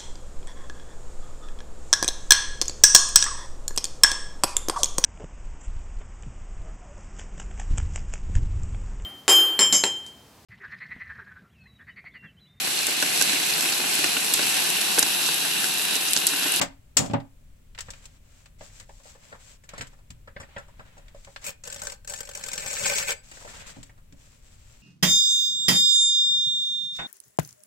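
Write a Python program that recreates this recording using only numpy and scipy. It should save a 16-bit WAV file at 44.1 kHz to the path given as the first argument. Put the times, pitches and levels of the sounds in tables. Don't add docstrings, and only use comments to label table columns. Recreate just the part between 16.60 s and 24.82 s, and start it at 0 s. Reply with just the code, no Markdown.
import sys
import numpy as np
from scipy import signal
from scipy.fft import rfft, irfft
from scipy.io import wavfile
from scipy.ndimage import uniform_filter1d

SR = 44100
rng = np.random.default_rng(int(sys.argv[2]) if len(sys.argv) > 2 else 0)


def to_wav(sig):
    pcm = np.clip(np.atleast_2d(sig), -1, 1) * 32767
    pcm = np.round(pcm).astype(np.int16)
    wavfile.write(sys.argv[1], SR, pcm.T)


N = 362502
TAPS = 4096
FREQ = np.fft.rfftfreq(TAPS, 1 / SR) + 1
TIME = np.arange(N) / SR
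AGE = TIME[:SR // 2]
RUN_START_S, RUN_END_S = 5.472, 6.524

# (t/s, level/dB)
SNAPS = [(4.841, -27.5), (4.864, -26), (5.036, -29.5), (5.0728, -24.5), (5.1226, -21), (5.1595, -27.5),
         (5.2166, -22.5), (5.2335, -27), (5.2687, -21.5), (5.446, -38), (5.474, -27), (5.4961, -23),
         (5.535, -23), (5.6037, -24.5), (5.6888, -26.5), (5.7491, -23), (5.8355, -21), (5.884, -22),
         (5.915, -25), (5.9309, -19.5), (5.977, -20), (6.0602, -22), (6.128, -24.5), (6.2742, -20),
         (6.4823, -17.5)]
# (start t/s, end t/s, level/dB)
TUGS = [(4.843, 4.9, -38.5), (5.046, 5.344, -48)]
# (f/Hz, level/dB)
CRISP = [(500, -29), (2200, -2.5), (3800, -1.5), (6000, 0), (9000, 4), (16000, -5)]


def tearing():
    # (f/Hz, level/dB)
    sheet_spectrum = [(100, -11.5), (300, -32), (480, -6), (1000, -2), (1800, -4), (3200, -5.5), (5500, -5),
                      (9000, 2), (16000, -7)]
    # (f/Hz, width/Hz, level/dB)
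    sheet_peaks = [(816, 69, 9.5), (1555, 108, 11.5), (1756, 68, 8.5)]
    # (t/s, level/dB)
    strip_levels = [(4.9, 9), (5.1, -61), (5.7, 0), (6.1, 7), (6.5, 10.5)]
    # (f/Hz, nominal width/Hz, level/dB)
    drum_modes = [(131.8, 65, -1.5), (585, 94, 3)]
    # (t/s, level/dB)
    fizz_levels = [(4.85, 1), (4.92, 8), (5.02, -18), (6.5, -5)]
    effort = tear_effort() * undb(1.6 * walk(rate=170))
    bundles = np.zeros(N)
    giving_way = strike(t60=.034, rise_s=.0013)
    for s, db in SNAPS + slips():
        add(bundles, s, undb(db) * giving_way)
    breaks = effort * crackle(rate=5500, spread_db=4)
    breaks += undb(-2) * bundles * crackle(rate=8000, spread_db=2.5)
    fibres = fibre_patches(breaks)
    strip = resonate(breaks, hz=2350, width=230) * gain_curve(strip_levels)
    strip *= undb(2 * walk(rate=33))
    drum = np.zeros(N)
    for hz, width, db in drum_modes:
        drive = breaks * undb(1.8 * walk(rate=45))
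        drum += undb(db) * resonate(resonate(drive, hz, 2 * width), hz, 2 * width)
    edge_noise = (effort + bundles) * rng.standard_normal(N) * gain_curve(fizz_levels)
    fizz = butterworth(edge_noise, 3, 10500, "high")
    radiated = colour(fibres + strip, sheet_spectrum, sheet_peaks) + drum + fizz
    return travelling(radiated, t60=.019, direct=.54, spots=4)


def tear_effort():
    # (t/s, level/dB)
    run_levels = [(5.48, -41.5), (5.494, -39), (5.736, -62), (5.76, -47.5), (6.188, -35), (6.282, -27),
                  (6.456, -37.5), (6.52, -30)]
    smoothing = gain_curve([(RUN_START_S, -1), (RUN_END_S, 1.5)])
    run = pull(RUN_START_S, RUN_END_S) * gain_curve(run_levels) * smoothing
    return run + sum(undb(db) * pull(start, end) for start, end, db in TUGS)


def pull(start, end, rise_s=.0052, t60=.053):
    rise = 1 - np.exp(-np.maximum(TIME - start, 0) / rise_s)
    return rise * np.exp(-np.log(1000) * np.maximum(TIME - end, 0) / t60)


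def slips(spacing_s=.023, jitter=.15, fall_db=1.9):
    stops = [s for s, db in SNAPS] + [end for start, end, db in TUGS] + [RUN_END_S]
    rows = []
    for s, db in SNAPS:
        gap = min((stop for stop in stops if stop > s), default=s) - s
        steps = max(round(gap / spacing_s), 1)
        for k, (late, chance_db) in enumerate(rng.standard_normal((steps - 1, 2)), 1):
            rows.append((s + gap * (k + jitter * late) / steps, db - 4 - k * fall_db + chance_db))
    return rows


def fibre_patches(breaks, octaves=7):
    log_centres = np.log(np.geomspace(200, 12800, octaves))
    log_hz = np.log(np.fft.rfftfreq(N, 1 / SR) + 1)
    weights = np.array([np.interp(log_hz, log_centres, one) for one in np.eye(octaves)])
    bands = irfft(rfft(breaks) * weights, N)
    return sum(band * undb(1.9 * walk(rate=90)) for band in bands)


def flexing():
    # (t/s, body level/dB, treble re body/dB, panel f/Hz)
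    flexes = [(1.283, -43, -28, 1470), (2.007, -46, -30, 830), (2.723, -41, -30, 1340),
              (2.742, -48, -23, 1160), (3.036, -55, 2.5, 1600), (3.134, -42, -10, 1200),
              (3.178, -38.5, -2.5, 1920), (3.21, -38.5, 1, 1600), (3.674, -44.5, -20, 1500),
              (3.762, -39.5, -39, 1790), (3.799, -40, -5.5, 1700), (3.83, -45.5, -18, 1760),
              (3.962, -35, -25, 1750), (3.98, -39, -12, 1400), (4.193, -41, -22, 1200),
              (4.377, -50, -7, 700), (4.67, -46, -28, 810), (6.713, -45, -1, 2380), (6.769, -48, 1, 1690),
              (6.81, -47, -6, 1010), (6.847, -42, -17, 710), (6.873, -45, -5, 1800)]
    # (f/Hz, level/dB)
    paper_spectrum = [(100, 8), (300, -2), (550, 3.5), (1000, 2), (1800, 0), (2800, -9.5), (4500, -15.5),
                      (12000, -52)]
    body, treble = np.zeros((2, N))
    grains = crackle(rate=9400, spread_db=0)
    buckle = strike(t60=.086, rise_s=.002)
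    for s, db, treble_db, hz in flexes + crinkles():
        pops = undb(db) * buckle * np.roll(grains, int(s * SR))[:len(AGE)]
        panel = undb(7.5) * resonate(pops, hz, width=.39 * hz)
        add(body, s, pops + panel)
        add(treble, s, undb(db + treble_db) * buckle)
    ticks = colour(treble * crackle(rate=5000, spread_db=2.5), CRISP)
    radiated = undb(-1) * colour(body, paper_spectrum) + undb(1) * ticks
    return travelling(radiated, t60=.0083, direct=.75, spots=3)


def crinkles(per_s=12):
    # (start t/s, end t/s)
    handled = [(2.05, 2.75), (3.23, 3.4), (3.8, 4.6), (6.72, 7.4)]
    moments = [s for start, end in handled for s in np.arange(start, end, 1 / per_s)]
    chance = rng.uniform(-.91, 1, (len(moments), 3))
    return [(s + late / per_s / 2, -57.5 + 9 * size, -8.5, 1100 * 2 ** octave)
            for s, (late, size, octave) in zip(moments, chance)]


def desk():
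    # (t/s, level/dB, contact cut-off f/Hz)
    knocks = [(0.0, -24, 2050), (0.010, -17, 1920), (0.368, -21.5, 2330), (0.499, -22.5, 610),
              (0.535, -14, 1100), (1.287, -50.5, 500), (3.198, -30, 160), (3.502, -28.5, 105),
              (7.168, -37.5, 510), (7.186, -40, 350), (7.524, -44, 449)]
    # (f/Hz, level/dB, t60/s)
    desk_modes = [(119, 1.5, .2), (162, -1, .2), (200, -4, .18), (274, -1, .25), (570, -12, .24),
                  (790, -9, .16), (893, -12, .18), (1150, -14, .17)]
    # (f/Hz, level/dB)
    dense_spectrum = [(40, -30), (85, -10.5), (125, 1.5), (190, -1), (280, -1), (400, -14.5), (800, -1),
                      (1300, -7), (3000, -6.5), (9000, -22.5)]
    out = np.zeros((2, N))
    for s, db, cut_hz in knocks + rocking():
        mid, side = rng.standard_normal((2, len(AGE))) * strike(t60=.1, rise_s=.0075)
        side = butterworth(side, 2, 170, "high")
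        dense = colour(np.array([mid + side, mid - side]), dense_spectrum)
        blow = undb(-14.5) * ring(desk_modes) + dense
        add(out, s, undb(db) * butterworth(blow, 2, [cut_hz / 10, cut_hz], "band"))
    return out


def steel_tool():
    # (f/Hz, level/dB, t60/s)
    steel_modes = [(2850, -10, .07), (5190, -12, .11), (6751, -9, .12), (7058, -3, .18), (7779, -13, .13)]
    out = np.zeros((2, N))
    buzz = undb(-4) * colour(rng.standard_normal((2, len(AGE))) * fade(t60=.25), CRISP)
    add(out, TAP_S, undb(-23) * (ring(steel_modes) + buzz))
    return out


TAP_S = .3695


def rocking(period_s=.0232, fall_db=3.5):
    return [(TAP_S + (k + 1) * period_s, -20 - k * fall_db, 950) for k in range(4)]


def clicks():
    # (t/s, body level/dB, treble offset/dB)
    contacts = [(0.014, -12.5, -10.5), (0.369, -16, 2.5), (0.46, -34.5, -7.5), (0.498, -34.5, -27),
                (0.51, -33, -21), (0.534, -25, -20.5), (0.601, -36, -25), (1.148, -35.5, -22),
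                (1.178, -31, -26), (1.187, -22, -16), (1.206, -29.5, -4.5), (1.304, -42, 5),
                (1.335, -34, -19), (1.455, -40.5, -3), (1.858, -39, -16), (2.009, -39.5, -35),
                (2.199, -37, -5), (3.090, -32.5, -10.5), (3.209, -21.5, -31), (3.27, -49, 0.5),
                (3.504, -35.5, -9), (4.482, -40.5, -18), (4.647, -39.5, -10), (4.761, -24, -26),
                (6.383, -23.5, 2), (7.23, -39, -5), (7.524, -45, -11.5)]
    # (f/Hz, level/dB)
    plastic_spectrum = [(120, -31), (400, -10), (900, 1.5), (1600, 5), (3000, 0.5), (5000, -7),
                        (12000, -45.5)]
    body, treble = np.zeros((2, 2, N))
    for s, db, treble_db in contacts:
        t60 = np.interp(db, [-22.5, -13.5], [.055, .1])
        bursts = rng.standard_normal((2, 2, len(AGE))) * strike(t60, rise_s=.00017)
        add(body, s, undb(db) * bursts[0])
        add(treble, s, undb(db + treble_db) * bursts[1])
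    return undb(-11.5) * colour(body, plastic_spectrum) + undb(1.5) * colour(treble, CRISP)


def sliding():
    # (start t/s, end t/s, treble level/dB, body level/dB)
    strokes = [(1.166, 1.594, -62, -62), (1.6, 1.905, -66, -67.5), (1.984, 2.256, -55.5, -59.5),
               (2.256, 2.454, -61, -68), (2.432, 2.569, -56.5, -62), (2.557, 2.815, -60, -59.5),
               (2.79, 2.975, -56, -60), (3.083, 3.273, -67, -52.5), (3.2, 3.4, -70.5, -67),
               (3.75, 4.047, -71, -58.5), (3.997, 4.623, -71, -62), (4.545, 4.887, -61.5, -65.5),
               (4.813, 4.939, -52.5, -51.5), (5.044, 5.363, -72, -53.5), (6.628, 7.036, -51.5, -56.5),
               (6.874, 7.175, -59, -51), (7.063, 7.133, -48.5, -58), (7.13, 7.3, -62, -61.5),
               (7.55, 7.807, -62.5, -65), (7.79, 8.008, -62.5, -65), (7.976, 8.226, -59.5, -61)]
    # (f/Hz, level/dB)
    rub_spectrum = [(150, 4.5), (350, -5.5), (580, 0.5), (900, 4.5), (1500, 5), (2400, 3), (4000, -4),
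                    (10000, -46)]
    envelopes = np.zeros((2, N))
    for start, end, treble_db, body_db in strokes:
        progress = np.linspace(0, 1, int((end - start) * SR), endpoint=False)
        arc = np.sqrt(np.sin(np.pi * progress))
        add(envelopes, start, undb([[treble_db], [body_db]]) * arc)
    treble, body = envelopes * undb(2 * walk(rate=35))
    bumps = np.array([[crackle(rate=9900, spread_db=4.5) for port in range(2)] for band in range(2)])
    scratch = undb(-.5) * colour(treble * bumps[0], CRISP)
    return scratch + undb(-2.5) * colour(body * bumps[1], rub_spectrum)


def travelling(x, t60, direct, spots, changes_per_s=45):
    spot = (TIME * changes_per_s).astype(int) % spots
    shares = [uniform_filter1d((spot == k) * 1., size=128) for k in range(spots)]
    return sum(scatter(x * share, t60, direct) for share in shares)


def scatter(x, t60, direct, lag_s=.0004):
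    paths = unit_energy(rng.standard_normal((2, TAPS)) * fade(t60)[:TAPS])
    paths[0, 0] += direct
    paths[1, int(lag_s * SR)] += direct
    ripple_db = 20 * np.log10(np.abs(rfft(paths)))
    evening = np.array([response(-.9 * db) for db in ripple_db])
    return through(x, unit_energy(through(paths, evening)))


def room(x, wet_db=-14, low_t60=.24, high_t60=.09):
    noise = rng.standard_normal((2, len(AGE)))
    low = butterworth(noise, 1, 2500, "low")
    build_up = 1 - np.exp(-AGE / .0027)
    tail = (low * fade(low_t60) + (noise - low) * fade(high_t60)) * build_up
    return x + undb(wet_db) * through(x, unit_energy(tail))


def background():
    # (f/Hz, level/dB)
    rumble_spectrum = [(10, -5.5), (33, -3), (55, -12), (95, -11), (150, -19), (300, -37.5), (1000, -61.5),
                       (4000, -83.5)]
    # (f/Hz, level/dB)
    hiss_spectrum = [(100, 1), (250, 7.5), (500, 0), (1000, -0.5), (2500, -3), (5000, -12), (7600, -10),
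                     (10000, 3), (15500, 0)]
    rumble = colour(rng.standard_normal(N) * undb(1.8 * walk(rate=3.173)), rumble_spectrum)
    hiss = colour(rng.standard_normal((2, N)), hiss_spectrum)
    return undb(-57) * rumble + undb(-62.5) * hiss


def undb(db):
    return 10 ** (np.asarray(db) / 20)


def gain_curve(points):
    return undb(np.interp(TIME, *np.transpose(points)))


def fade(t60):
    return np.exp(-np.log(1000) * AGE / t60)


def strike(t60, rise_s):
    return fade(t60) * (1 - np.exp(-AGE / rise_s))


def ring(modes):
    out = np.zeros((2, len(AGE)))
    for hz, db, t60 in modes:
        phase_cycles = rng.random((2, 1)) * min(hz / 1000, 1)
        out += undb(db) * fade(t60) * np.sin(2 * np.pi * (hz * AGE + phase_cycles))
    return out


def walk(rate):
    hold = int(SR / rate)
    steps = rng.standard_normal(N)[np.arange(N) // hold]
    return uniform_filter1d(steps, hold) * np.sqrt(3 / 2)


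def crackle(rate, spread_db):
    size = undb(spread_db * np.minimum(rng.standard_exponential(N), 4))
    impulses = (rng.random(N) < rate / SR) * rng.choice([-1, 1], N) * size
    return impulses / impulses.std()


def resonate(x, hz, width):
    return signal.lfilter(*signal.iirpeak(hz, hz / width, fs=SR), x)


def butterworth(x, order, hz, kind):
    return signal.sosfilt(signal.butter(order, hz, kind, fs=SR, output="sos"), x)


def colour(x, points, peaks=()):
    peaks_db = sum(db / (1 + (2 * (FREQ - hz) / width) ** 2) for hz, width, db in peaks)
    return through(x, unit_energy(response(contour(points) + peaks_db)))


def contour(points):
    hz, db = np.transpose(points)
    return np.interp(np.log(FREQ), np.log(hz), db)


def response(db):
    cepstrum = irfft(np.log(undb(db)))
    cepstrum[1:TAPS // 2] *= 2
    cepstrum[TAPS // 2 + 1:] = 0
    return irfft(np.exp(rfft(cepstrum)))


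def unit_energy(h):
    return h / np.linalg.norm(h, axis=-1, keepdims=True)


def through(x, h):
    return signal.oaconvolve(np.atleast_2d(x), np.atleast_2d(h), axes=-1)[:, :x.shape[-1]]


def add(track, s, sound):
    start = max(int(s * SR), 0)
    track[..., start:start + sound.shape[-1]] += sound[..., :N - start]


def scene():
    return room(desk() + steel_tool() + clicks() + flexing() + sliding() + tearing()) + background()


def record(dry, top_hz=15900):
    # (f/Hz, left level/dB, right level/dB)
    ports = [(118, 6, 4), (258, 2.5, 9.5), (378, 7, -7.5), (566, 7, 11.5), (730, 3.5, -1.5),
             (1100, 2.5, -3), (2310, 2.5, 4), (6100, 6.5, 5.5), (7230, 8.5, 4), (7540, 14, -10.5),
             (8780, -1, -11), (10000, -7, -11.5), (11800, -10, -9), (15500, -11.5, -4.5)]
    hz, *sides = np.transpose(ports)
    heard = through(dry, np.array([response(contour(np.c_[hz, db])) for db in sides]))
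    return signal.sosfilt(signal.ellip(10, .2, 70, top_hz, fs=SR, output="sos"), np.tanh(heard))


dry = scene()
out = record(dry)
to_wav(out)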